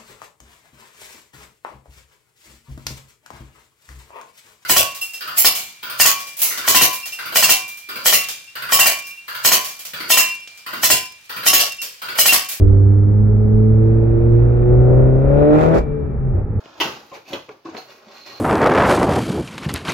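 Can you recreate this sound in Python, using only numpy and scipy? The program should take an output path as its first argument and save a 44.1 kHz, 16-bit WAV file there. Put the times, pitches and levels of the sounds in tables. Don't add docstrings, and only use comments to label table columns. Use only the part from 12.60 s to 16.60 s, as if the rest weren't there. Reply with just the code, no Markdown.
import sys
import numpy as np
from scipy import signal
from scipy.fft import rfft, irfft
from scipy.io import wavfile
from scipy.ndimage import uniform_filter1d, minimum_filter1d

SR = 44100
rng = np.random.default_rng(int(sys.argv[2]) if len(sys.argv) > 2 else 0)


def persist_wave(psi):
    counts = np.round(np.clip(psi, -1, 1) * 32767).astype(np.int16)
    wavfile.write(sys.argv[1], SR, np.atleast_2d(counts).T)


N = 176400
TIME = np.arange(N) / SR
FFT_SIZE = 2 ** 18

# time in seconds, then relative levels in dB of fundamental, overtones, rasp.
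EXHAUST = [(0, -4.5, -5, -28.5), (.45, -7, -8, -44), (.8, -8, -5, -35.5), (1.3, -9.5, -9.5, -32.5),
           (1.65, -10.5, -8, -28), (1.95, -4, -7.5, -29), (2.2, 0, -3.5, -20.5), (2.4, 0.5, -2, -16),
           (2.62, -7, 0, -24), (2.78, -2, 2, -16.5), (2.89, -3.5, 4, -19.5), (3.03, -0.5, -0.5, -17.5),
           (3.11, 3.5, 2.5, -16), (3.165, -3.5, 1.5, -11.5), (3.22, -14, -14.5, -30), (3.3, -7, -8, -47),
           (3.53, -14, -4.5, -47.5), (3.7, -6, -20.5, -38), (3.8, -21, -19, -29), (3.87, -23.5, -26.5, -57),
           (4, -15, -26, -46)]


def from_db(db):
    return 10 ** (np.asarray(db) / 20)


def rms_one(x):
    return x / np.sqrt(np.mean(x ** 2) + 1e-20)


def in_time(rows, column=1):
    rows = np.array(rows)
    return np.interp(TIME, rows[:, 0], rows[:, column])


def drift(corner_hz):
    step, settle = 40, 2000
    pole = np.exp(-2 * np.pi * corner_hz * step / SR)
    white = rng.standard_normal(N // step + settle + 2)
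    slow = signal.lfilter([1], [1, -2 * pole, pole * pole], white)[settle:]
    return np.interp(np.arange(N) / step, np.arange(len(slow)), rms_one(slow))


def colour(x, spectrum, column=1):
    spectrum = np.array(spectrum)
    hz = np.maximum(np.arange(FFT_SIZE // 2 + 1) * SR / FFT_SIZE, 1)
    gain_db = np.interp(np.log(hz), np.log(spectrum[:, 0]), spectrum[:, column])
    cepstrum = irfft(np.log(from_db(gain_db)))
    cepstrum[1:FFT_SIZE // 2] *= 2
    cepstrum[FFT_SIZE // 2 + 1:] = 0
    return irfft(rfft(x, FFT_SIZE) * np.exp(rfft(cepstrum)))[..., :N]


def both_sides(x, response):
    return np.array([colour(x, response, column=1), colour(x, response, column=2)])


def noise(spectrum, coherent_below_hz):
    mid, side = rng.standard_normal((2, N))
    side = signal.sosfilt(signal.butter(1, coherent_below_hz, "high", fs=SR, output="sos"), side)
    return rms_one(colour(np.array([mid + side, mid - side]), spectrum))


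def swell(start_s, attack_s, hold_s, t60_s):
    age = TIME - start_s
    return np.clip(age / attack_s, 0, 1) * from_db(-60 * np.maximum(age - attack_s - hold_s, 0) / t60_s)


def from_right(x, lag_s=0.00049):
    return np.array([np.interp(TIME - lag_s, TIME, x[0]), x[1]])


def reflections(x, feedback=0.58):
    echoes = [(.0023, .0029), (.0053, .0043)]
    hz = np.arange(FFT_SIZE // 2 + 1) * SR / FFT_SIZE
    spectrum = rfft(x, FFT_SIZE)
    for delays in echoes:
        lag = np.exp(-2j * np.pi * np.outer(delays, hz))
        spectrum = spectrum * (lag - feedback) / (1 - feedback * lag)
    return irfft(spectrum)[:, :N]


def ringing_pulses(firings, strengths, scatter, response):
    fired = np.flatnonzero(np.diff(np.floor(firings)))
    pulses = np.zeros(N)
    pulses[fired] = np.resize(strengths, len(fired)) + scatter * rng.standard_normal(1000)[:len(fired)]
    return rms_one(reflections(from_right(both_sides(pulses, response))))


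def road():
    # frequency in Hz, relative spectral density in dB.
    roar_spectrum = [(30, -30.5), (80, -15.5), (130, -9), (180, -13), (230, -13.5), (300, -22.5),
                     (360, -19), (430, -16), (510, -27), (620, -30), (700, -36.5), (800, -31.5),
                     (1000, -41.5), (1170, -40), (1235, -38.5), (1310, -38.5), (1450, -45), (1800, -48.5),
                     (2400, -57), (3000, -76.5), (4500, -83.5), (8000, -98.5), (15000, -93)]
    rumble_spectrum = [(10, -14.5), (25, -6), (42, -1), (56, 1), (70, -1.5), (85, -9), (130, -36.5),
                       (400, -69.5), (2000, -110)]
    # time in seconds, relative level in dB.
    rumble_level = [(0, -3), (.2, -22.5), (1.4, -20.5), (1.75, -17), (2.1, -16), (2.55, -17), (2.72, -18),
                    (2.85, -23), (3.12, -33), (3.2, -17.5), (3.32, -24.5), (3.65, -19.5), (3.78, -16.5),
                    (3.88, -25), (4, -18.5)]
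    roar = noise(roar_spectrum, coherent_below_hz=1500) * from_db(-28 - 0.5 * drift(25))
    rumble = noise(rumble_spectrum, coherent_below_hz=160) * from_db(in_time(rumble_level) - 1.5)
    return roar + rumble


def trim():
    # start in seconds, relative level in dB.
    ticks = [(.083, -34), (.102, -53), (.124, -47.5), (.138, -46), (.168, -41.5), (.211, -48)]
    # frequency in Hz, gain in dB.
    tick_spectrum = [(300, -15), (1500, 5), (2700, 1), (3900, -2.5), (4800, -21.5), (7500, -23.5),
                     (12000, -30)]
    impulses = np.zeros(N)
    for start_s, db in ticks:
        impulses[int(start_s * SR)] = from_db(db + 13)
    return colour(impulses, tick_spectrum)


def driveline(mode_hz=91.1):
    # start in seconds, peak level in dB.
    shudders = [(3.18, -28.5), (3.73, -15), (3.79, -29), (3.94, -16.5)]
    envelope = sum(from_db(db) * swell(start_s, attack_s=0.02, hold_s=0.014, t60_s=.35)
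                   for start_s, db in shudders)
    return envelope * np.sin(2 * np.pi * mode_hz * TIME)


def turbo(firings, whistle_hz=2330):
    # time in seconds, relative level in dB.
    intake_level = [(0, -57.5), (.7, -59), (1.3, -44), (2, -40.5), (2.38, -48), (2.62, -41.5), (2.8, -32),
                    (3.02, -21.5), (3.11, -27), (3.17, -21), (3.25, -43), (4, -63)]
    boost_level = [(0, -110), (2.6, -89), (2.72, -71.5), (2.85, -69), (2.95, -53.5), (3.03, -44),
                   (3.11, -54), (3.2, -59), (3.4, -100)]
    # frequency in Hz, relative spectral density in dB.
    intake_spectrum = [(200, -24), (600, -3.5), (800, 10), (1080, 1.5), (1430, -3.5), (1800, -10),
                       (2100, -15), (2430, -12), (3050, -26), (3700, -25.5), (4500, -40), (8000, -53),
                       (15000, -52)]
    hiss_spectrum = [(500, 2.5), (1500, 8.5), (2500, 3.5), (3300, -3), (4800, 0.5), (7600, -6), (8900, -20),
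                     (10100, -10), (11000, -13), (12200, -14.5), (15000, -19.5)]
    throb = 1 + .2 * np.cos(2 * np.pi * firings) + 0.18 * np.cos(2 * np.pi * firings / 4)
    intake = from_right(noise(intake_spectrum, coherent_below_hz=2500)) * from_db(in_time(intake_level))
    boost = from_db(in_time(boost_level) + 0.92 * drift(40)) * throb
    opening = dict(start_s=3.14, attack_s=.006, hold_s=0.043)
    vent = from_db(-43) * swell(**opening, t60_s=0.084)
    ring = from_db(-50) * swell(**opening, t60_s=1.2)
    whistle = ring * np.sin(2 * np.pi * whistle_hz * TIME + .5 * drift(9.4))
    pan = from_db([[-4.75], [4.75]])
    hiss = pan * (boost + vent) * from_right(noise(hiss_spectrum, coherent_below_hz=2500))
    return intake * throb + hiss + whistle


def snarl(firings):
    # frequency in Hz, left and right relative gain in dB.
    tract = [(200, -44, -45), (507, -21, -18.5), (610, -4.5, -6), (693, -12, -8.5), (747, 3, 4.5),
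             (854, 1, 1), (870, -9, -9), (1134, -14.5, -18), (1230, -12, -12), (1320, -18, -11.5),
             (1370, -15, -4.5), (1560, -17.5, -18.5), (1780, -18, -18.5), (2300, -27, -32.5),
             (2300, -22.5, -30), (3000, -43.5, -41.5), (6000, -66, -58.5), (10000, -84.5, -82.5)]
    # time in seconds, level in dB.
    snarl_level = [(0, -58.5), (1.9, -41.5), (2.15, -36.5), (2.38, -33.5), (2.58, -37.5), (2.75, -30.5),
                   (3.03, -26), (3.1, -33), (3.17, -20), (3.24, -57), (3.4, -63.5), (3.7, -53.5),
                   (3.8, -38.5), (3.87, -75.5)]
    gulps = ringing_pulses(firings, strengths=[0.58, 0.32, .75, .4], scatter=0.092, response=tract)
    return gulps * from_db(in_time(snarl_level))


def rasp(firings):
    cylinders = [.9, -0.39, 0.2, 0.25]
    # frequency in Hz, left and right relative gain in dB.
    exhaust_path = [(24.8, -29.5, -19.5), (63, -10.5, -6.5), (95, 6.5, -2.5), (150, -9, -8), (209, 4, 0.5),
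                    (266, -14, -2), (364, -2, 4.5), (426, 5.5, -7.5), (557, 6, -1.5), (590, -5, -1),
                    (705, -13, -11.5), (740, -11.5, -12.5), (1020, -20.5, -26.5), (1330, -24.5, -26),
                    (2840, -50.5, -60.5), (5950, -78.5, -81), (10000, -95.5, -97.5)]
    pulses = ringing_pulses(firings, strengths=cylinders, scatter=0.15, response=exhaust_path)
    return pulses * from_db(in_time(EXHAUST, column=3))


def drone(firings, shut_s=3.17, throttle_travel_s=0.14):
    # relative level in dB under load, then with the throttle shut.
    harmonics = [(4.5, 1.5), (0.5, -7.5), (0, -3.5), (2.5, -15.5), (-9, -26.5), (-22.5, -17.5)]
    # frequency in Hz, left and right gain in dB.
    cabin = [(59.6, -13, -13.5), (97.3, -6.5, -3.5), (116.84, -6, -4.5), (118, -15, -11.5),
             (138.1, -10.5, -13), (145.8, -15.5, -19.5), (162, -16, -31.5), (197, -21, -26),
             (217.8, -13, -7.5), (233, -17.5, -19.5), (240, -23, -26.5), (277, -22.5, -30),
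             (292.5, -20, -13.5), (298.2, -21.5, -9), (317.3, -40, -23.5), (340, -17.5, -4.5),
             (373.9, -9, -14), (407, -29, -29), (440.2, -12, -25.5), (499, -29.5, -29), (477, -18, -23.5),
             (505, -22, -33.5), (623, -21, -21), (704.3, -29, -40), (780, -29, -34.5), (1000, -35.5, -26.5)]
    shut = np.clip((TIME - shut_s) / throttle_travel_s, 0, 1)
    fundamental_db, overtones_db = in_time(EXHAUST, column=1), in_time(EXHAUST, column=2)
    tone = np.zeros(N)
    for k, (load_db, shut_db) in enumerate(harmonics, 1):
        level_db = (fundamental_db if k == 1 else overtones_db) + load_db + shut * (shut_db - load_db)
        waver_db = 1.19 * np.sqrt(k) * drift(3.4)
        tone += from_db(level_db + waver_db) * np.cos(2 * np.pi * k * firings)
    return both_sides(tone, cabin)


def scene():
    # time in seconds, firing rate in Hz.
    firing_rate = [(0, 96.5), (.28, 99.75), (.58, 104), (.88, 106.8), (1.39, 112.7), (1.73, 116.1),
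                   (2.01, 120), (2.32, 126.7), (2.56, 131.6), (2.78, 143.9), (2.91, 150), (3.03, 156.3),
                   (3.17, 165.6), (3.27, 144.5), (3.36, 146.5), (3.71, 129.2), (3.78, 108.4), (4, 103.6)]
    firings = np.cumsum(in_time(firing_rate)) / SR
    engine = drone(firings) + rasp(firings) + snarl(firings) + turbo(firings)
    return engine + road() + driveline() + trim()


def record(dry, ceiling=.93, smoothing_s=.012, fade_s=.004, stopband_hz=17000):
    window = int(smoothing_s * SR)
    peak = np.abs(dry).max(axis=0)
    gain = minimum_filter1d(ceiling / np.maximum(peak, ceiling), 2 * window)
    gain = uniform_filter1d(uniform_filter1d(gain, window), window)
    fade = np.clip((TIME[-1] - TIME) / fade_s, 0, 1)
    low_pass = signal.cheby2(12, 70, stopband_hz, fs=SR, output="sos")
    return signal.sosfilt(low_pass, dry * gain * fade)


dry = scene()
out = record(dry)
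persist_wave(out)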